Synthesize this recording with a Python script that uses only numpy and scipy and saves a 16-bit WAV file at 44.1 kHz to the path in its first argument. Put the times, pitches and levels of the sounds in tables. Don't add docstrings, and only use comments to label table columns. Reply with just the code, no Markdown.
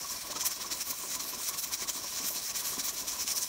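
import sys
import numpy as np
from scipy import signal
from scipy.io import wavfile

SR = 44100
rng = np.random.default_rng(int(sys.argv[2]) if len(sys.argv) > 2 else 0)


def invert_db(level):
    return 10 ** (np.asarray(level, dtype=float) / 20)


def to_wav(sig):
    pcm = np.clip(np.atleast_2d(sig), -1, 1) * 32767
    pcm = np.round(pcm).astype(np.int16)
    wavfile.write(sys.argv[1], SR, pcm.T)


N = 153468
TIME = np.arange(N) / SR

# peak time in seconds, level in dB, length in seconds, brightness in dB.
PUFFS_EARLY = [(0.06, -45, 0.39, -0.5), (0.118, -42, 0.038, 0), (0.168, -42, 0.014, -11),
               (0.219, -41, 0.022, -1), (0.272, -43.5, 0.028, -1), (0.315, -36, 0.022, -6),
               (0.369, -34.5, 0.023, -7), (0.416, -30, 0.025, -3.5), (0.466, -26.5, 0.026, 7),
               (0.518, -35.5, 0.026, 2), (0.562, -42.5, 0.036, -0.9), (0.621, -33.5, 0.029, -3.5),
               (0.668, -41, 0.031, 0.7), (0.724, -29.5, 0.025, -5.5), (0.768, -40.5, 0.047, 2.5),
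               (0.816, -31.5, 0.023, 0), (0.878, -42.5, 0.038, 11), (0.91, -37, 0.02, 10),
               (1.018, -43, 0.19, 4.5), (1.118, -36, 0.036, -3), (1.154, -35, 0.023, 2),
               (1.205, -34, 0.017, -4), (1.239, -44.5, 0.064, 12), (1.296, -40, 0.028, 4),
               (1.342, -40, 0.033, -8), (1.441, -38.5, 0.12, 2.5), (1.489, -35, 0.019, 4),
               (1.543, -39, 0.02, -2), (1.59, -35.5, 0.026, 6.5), (1.641, -34, 0.025, 2)]
# peak time in seconds, level in dB, length in seconds, brightness in dB.
PUFFS_LATE = [(1.681, -45, 0.028, 8), (1.74, -28.5, 0.027, 1), (1.803, -38.5, 0.044, -1),
              (1.832, -36.5, 0.029, -4), (1.894, -28, 0.026, -3.5), (1.968, -38, 0.063, 0),
              (2.039, -44.5, 0.016, 1), (2.11, -39.5, 0.12, 1), (2.186, -35.5, 0.043, -6),
              (2.278, -35, 0.079, 4), (2.368, -34, 0.052, -2), (2.462, -38, 0.084, 3),
              (2.504, -35.5, 0.017, -10), (2.564, -34, 0.025, 2), (2.598, -35, 0.032, 4),
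              (2.665, -36.5, 0.034, -2), (2.716, -37.5, 0.11, 3), (2.801, -31.5, 0.023, -1.0),
              (2.855, -36, 0.032, 10.5), (2.893, -30.5, 0.028, -1.5), (2.941, -47.5, 0.025, 13),
              (2.995, -36, 0.056, 0), (3.085, -35.5, 0.019, 0), (3.124, -37, 0.085, -1),
              (3.215, -32, 0.041, -1.5), (3.282, -33, 0.021, -3), (3.313, -31.3, 0.032, 0.5),
              (3.374, -31.5, 0.028, 0.5), (3.428, -29.5, 0.023, -3), (3.45, -43.5, 0.25, 5.5)]
LEAK_DB = -47
# time in seconds, change in dB.
LEANS = [(.434, -3), (.527, 3.5), (.604, 2), (1.18, -2), (1.542, 6.5), (1.716, 2), (1.868, -6.5),
         (2.072, 6), (2.241, 4.5), (2.321, -12), (2.501, -3), (2.909, -4), (3.355, -7), (3.419, -12)]
LEAN_S, ROAR_LEAD_S = 0.03, 0.0017
# time in seconds, change in dB.
SPUTTERS = [(.057, -2), (.317, 0), (.396, 3), (.435, -4), (.445, 0), (1.372, -6), (1.434, 4), (1.876, 2),
            (2.068, -2), (2.192, 3), (2.206, -3), (2.288, 4.5), (2.299, -7), (2.486, 3), (2.516, 4),
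            (2.528, -5), (2.655, 2.5), (2.786, 3.5), (2.968, -1), (3.09, -3), (3.345, -7), (3.445, 3.5)]
SPUTTER_S = 0.0061


def steam():
    flow, bright = np.full(N, invert_db(LEAK_DB)), np.zeros(N)
    for s, db, length, bright_db in list(PUFFS_EARLY) + list(PUFFS_LATE):
        puff = invert_db(db) * bell(s, length)
        flow = flow + puff
        bright = bright + puff * bright_db
    early_flow = np.interp(TIME + ROAR_LEAD_S, TIME, flow)
    roar_db = 20 * np.log10(early_flow / flow)
    roar_db = roar_db + sum(db * bell(s, LEAN_S) for s, db in LEANS)
    sputter = invert_db(sum(db * bell(s, SPUTTER_S) for s, db in SPUTTERS))
    return flow * sputter * jet(bright / flow, roar_db) + spits()


# frequency in Hz, level in dB per Hz.
JET = [(700, -18), (1800, -11.5), (3300, -9.5), (5600, -1.5), (7500, -5.5), (10400, -8), (13000, -11),
       (16000, -7.5)]
# frequency in Hz, width in Hz, boost in dB.
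CAVITIES = [(2387, 166, 3.5), (3920, 57, 8), (5320, 140, 3.5), (5660, 140, 3.5), (6090, 510, 4),
            (6950, 150, 4.5), (15400, 790, 1.5)]
# frequency in Hz, width in Hz, cut in dB.
DIPS = [(2850, 250, 4), (3720, 120, 5), (4310, 100, 3), (4850, 170, 8), (8520, 150, 2), (10450, 500, 4)]
DROPS_PER_S, DROP_SHARE, DROP_SPREAD_DB = 2800, 0.47, 4.0
ECHO_DB = -18


def jet(bright_db, roar_db):
    drops = np.array([grains(DROPS_PER_S, DROP_SPREAD_DB), grains(DROPS_PER_S, DROP_SPREAD_DB)])
    turbulence = rng.standard_normal((2, N))
    source = np.sqrt(1 - DROP_SHARE) * turbulence + np.sqrt(DROP_SHARE) * drops
    hiss = banded(source, JET, low_hz=605.3, count=15, patchy_db=1.5, rate=9.4,
                  extra_db=bright_db, roar_db=roar_db)
    for hz, width, db in CAVITIES:
        hiss = peak(hiss, hz, width, db)
    for hz, width, db in DIPS:
        hiss = peak(hiss, hz, width, -db)
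    echoes = np.zeros(SR // 50)
    echoes[rng.integers(90, SR // 100, size=5)] = invert_db(ECHO_DB)
    echoes = signal.lfilter([.5], [1, -.5], echoes)
    echoes[0] = 1
    return rms_one(signal.fftconvolve(hiss, echoes)[:N])


# time in seconds, peak level in dB.
SPITS = [(0.4516, -25), (0.4654, -16), (0.533, -13), (0.7311, -12), (0.7344, -24), (1.1532, -7),
         (1.9117, -19), (2.1944, -25), (2.4531, -17), (2.8996, -27), (3.2782, -3), (3.2895, -19),
         (3.3012, -21), (3.4121, -26), (3.4194, -15), (3.4412, -26)]


def spits():
    bursts = np.zeros(N)
    for s, db in SPITS:
        bursts[int(s * SR)] = invert_db(db - 1.5)
    return bandpass(bursts, 2200, 9500, order=3)


# time in seconds, centre in Hz, level in dB.
RIM = [
    (.9, 12500, -51),
    (1.3, 13100, -43.5),
    (1.6, 11700, -44.5),
    (2.29, 12800, -41),
    (2.68, 12000, -40),
]
RIM_S, RIM_WIDTH_HZ = 0.075, 1300


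def rim():
    out, noise = 0, rng.standard_normal(N)
    for s, hz, db in RIM:
        band = bandpass(noise, hz - RIM_WIDTH_HZ, hz + RIM_WIDTH_HZ)
        out = out + invert_db(db) * bell(s, RIM_S) * rms_one(band)
    return out


# time in seconds, peak level in dB, strongest frequency in Hz.
KNOCKS = [(0.0198, -44, 1100), (0.0443, -33.5, 1120), (0.1034, -36, 1050), (0.2464, -38.5, 1110),
          (0.3, -42, 1040), (0.3285, -35.5, 1040), (0.3591, -29, 1280), (0.4338, -35, 1010),
          (0.5112, -43, 1110), (0.5751, -44, 1020), (0.5985, -40, 1000), (0.6444, -34, 1120),
          (0.6967, -49, 1020), (0.7183, -47, 1280), (0.74, -39.5, 999), (0.8747, -41, 1100),
          (0.9289, -37.5, 1030), (1.0355, -36.5, 1040), (1.0574, -42.5, 1110), (1.1623, -38, 1010),
          (1.1997, -38, 1110), (1.2502, -37, 1100), (1.333, -34, 993), (1.399, -39.5, 1010),
          (1.4905, -37, 1060), (1.509, -37, 1110), (1.5457, -38, 1110), (1.6273, -45, 1120),
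          (1.7117, -39, 1020), (1.7926, -40.5, 1010), (1.8215, -39, 1110), (1.87, -46, 1110),
          (1.8906, -35.5, 1020), (1.949, -38, 1080), (1.9761, -38.5, 1030), (2.0422, -37, 1010),
          (2.1237, -45, 996), (2.1596, -45, 1120), (2.2054, -42, 1110), (2.2417, -45, 1120),
          (2.3111, -42, 1010), (2.3614, -41.5, 1010), (2.493, -42, 1110), (2.5222, -48, 1120),
          (2.6254, -38, 1010), (2.6638, -40, 1120), (2.7302, -34.5, 1100), (2.7696, -40.5, 1010),
          (2.878, -38.5, 1030), (2.9816, -39, 1000), (3.09, -39, 1000), (3.13, -40, 1030),
          (3.1617, -35, 1070), (3.186, -38, 1020), (3.237, -37, 1100), (3.4007, -45, 1010)]
# frequency in Hz, level in dB, T60 in seconds.
LID = [
    (1011, 0, .08),
    (1050, -3, .05),
    (1119, -1, .09),
    (1270, -11, .05),
]
KNOCK_DB, KNOCK_RISE_S, AIM_HZ = -1, 0.0012, 55
RATTLE_PER_S, RATTLE_DB = 200, -80
WOBBLE_S, WOBBLE_PER_S = .00008, 12


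def lid():
    s, db, aim = np.transpose(KNOCKS)
    out, t = 0, np.arange(SR // 20) / SR
    rattle = invert_db(RATTLE_DB + 2 * drift(23))
    for hz, level_db, t60 in LID:
        clicks = np.zeros(N)
        miss_db = 10 * np.minimum(abs(aim - hz) / AIM_HZ, 1.5)
        clicks[(s * SR).astype(int)] = invert_db(db + KNOCK_DB - miss_db)
        push = 2 * np.exp(-t / KNOCK_RISE_S) * np.cos(2 * np.pi * hz * t) / (KNOCK_RISE_S * SR)
        knocks = signal.fftconvolve(clicks, push)[:N]
        shaking = invert_db(level_db) * rattle * grains(RATTLE_PER_S, 2.0)
        out = out + ring(knocks + shaking, hz, t60)
    delay = WOBBLE_S * SR * drift(WOBBLE_PER_S)
    return np.interp(np.arange(N) + delay, np.arange(N), out)


# time in seconds, peak level in dB, frequency in Hz.
BUMPS = [(0.299, -37.5, 593), (0.355, -35.5, 307), (0.566, -44, 288), (0.596, -45.5, 393),
         (0.658, -41, 366), (0.716, -38, 290), (0.898, -43, 272), (1.038, -38, 380), (1.332, -40, 367),
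         (1.371, -41.5, 270), (1.821, -40, 378), (1.889, -40.5, 580), (1.956, -40.5, 275),
         (2.042, -43, 567), (2.201, -41, 257), (2.24, -40.5, 209), (2.304, -40.5, 598), (2.356, -43, 224),
         (2.721, -41.5, 377), (3.061, -50, 242), (3.245, -43, 244)]
# time in seconds, peak level in
# dB, frequency in Hz.
MORE_BUMPS = [
    (2.779, -33, 280),
    (.362, -39, 905),
    (.025, -44, 318),
    (3.03, -37, 1005),
]
BUMP_T60_S, BUMP_DB, BUMP_PUFF_DB = .075, -2.5, -9


def pot():
    out, t = np.zeros(N + SR), np.arange(SR // 4) / SR
    rumble = rms_one(bandpass(rng.standard_normal(N + SR), 160, 550))
    for s, db, hz in list(BUMPS) + list(MORE_BUMPS):
        here = slice(int(s * SR), int(s * SR) + len(t))
        shape = invert_db(db - 60 * t / BUMP_T60_S) * (1 - np.exp(-t / 0.00067))
        tone = invert_db(BUMP_DB) * np.sin(2 * np.pi * hz * t)
        out[here] += shape * (tone + invert_db(BUMP_PUFF_DB) * rumble[here])
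    return out[:N]


LULLS = [.085, 0.201, 0.549, .845, .965, 1.46, 1.61, 1.78, 1.93, 2.091, 2.47, 3.25, 3.47]
LULL_S, LULL_DB = .035, -7


def lulls():
    return invert_db(sum(LULL_DB * bell(s, LULL_S) for s in LULLS))


# frequency in Hz, level in dB per Hz.
MURMUR = [(25, -7), (50, 7.5), (110, 1), (280, 6), (520, 1), (640, 5.5), (800, -0.5), (2000, -3.5)]
MURMUR_DB = -49.5


def murmur():
    noise = rng.standard_normal((2, N))
    low = banded(noise, MURMUR, low_hz=21.86, count=24, patchy_db=0.0, rate=15.0)
    return invert_db(MURMUR_DB) * rms_one(low)


KITCHEN_T60_S, KITCHEN_DB = 0.29, -21.5


def kitchen(x):
    t = np.arange(SR // 2) / SR
    dull = signal.lfilter([.5], [1, -.5], rng.standard_normal(len(t)))
    tail = dull * invert_db(-60 * t / KITCHEN_T60_S) * (t > .004)
    tail = tail / np.sqrt(np.sum(tail ** 2))
    return invert_db(KITCHEN_DB) * signal.fftconvolve(x, tail)[:N]


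BRIGHT_HZ, ROAR_HZ = 8250, 4600


def banded(source, spectrum, low_hz, count, patchy_db, rate, extra_db=0, roar_db=0):
    out, edges = 0, low_hz * 2 ** (np.arange(count + 1) / 3)
    for k, (low, high) in enumerate(zip(edges, edges[1:])):
        hz = np.sqrt(low * high)
        level_db = at_hz(spectrum, hz) + patchy_db * drift(rate)
        level_db = level_db + extra_db / (1 + (BRIGHT_HZ / hz) ** 8)
        level_db = level_db + roar_db / (1 + (hz / ROAR_HZ) ** 8)
        out = out + bandpass(source[k % 2], low, high) * invert_db(level_db)
    return out


def grains(rate, spread_db):
    sizes = invert_db(spread_db * np.minimum(rng.exponential(1, N), 4)) * rng.choice([-1, 1], N)
    return rms_one(sizes * (rng.random(N) < rate / SR))


def ring(clicks, hz, t60):
    r, w = invert_db(-60 / (t60 * SR)), 2 * np.pi * hz / SR
    return signal.lfilter([0, np.sin(w)], [1, -2 * r * np.cos(w), r * r], clicks + 1e-18)


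def peak(x, hz, width, db):
    a, w, g = np.tan(np.pi * width / SR), -2 * np.cos(2 * np.pi * hz / SR), invert_db(db / 2)
    return signal.lfilter([1 + a * g, w, 1 - a * g], [1 + a / g, w, 1 - a / g], x)


def drift(rate):
    r = np.exp(-80 * np.pi * rate / SR)
    slow = signal.lfilter([1], [1, -2 * r, r * r], rng.standard_normal(N // 40 + 2002))[2000:]
    return np.interp(np.arange(N) / 40, np.arange(len(slow)), rms_one(slow))


def bandpass(x, low, high, order=2):
    return signal.sosfilt(signal.butter(order, [low, high], "band", fs=SR, output="sos"), x)


def bell(s, length):
    return 2 ** -((2 * (TIME - s) / length) ** 2)


def at_hz(points, hz):
    points = np.array(points)
    return np.interp(np.log(hz), np.log(points[:, 0]), points[:, 1])


def rms_one(x):
    return x / np.sqrt(np.mean(x ** 2) + 1e-20)


def scene():
    quiet = lulls()
    cooker = steam() + rim() + quiet * lid() + pot()
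    return (cooker + kitchen(cooker) + quiet * murmur())[None]


def band_limit(x):
    return signal.sosfilt(signal.butter(12, 16780, fs=SR, output="sos"), x)


CUTOFF_HZ = 15850


def record(dry):
    low_pass = signal.ellip(12, .5, 80, CUTOFF_HZ - 130, fs=SR, output="sos")
    mix = signal.sosfilt(low_pass, dry)
    return band_limit(mix)


dry = scene()
out = record(dry)
to_wav(out)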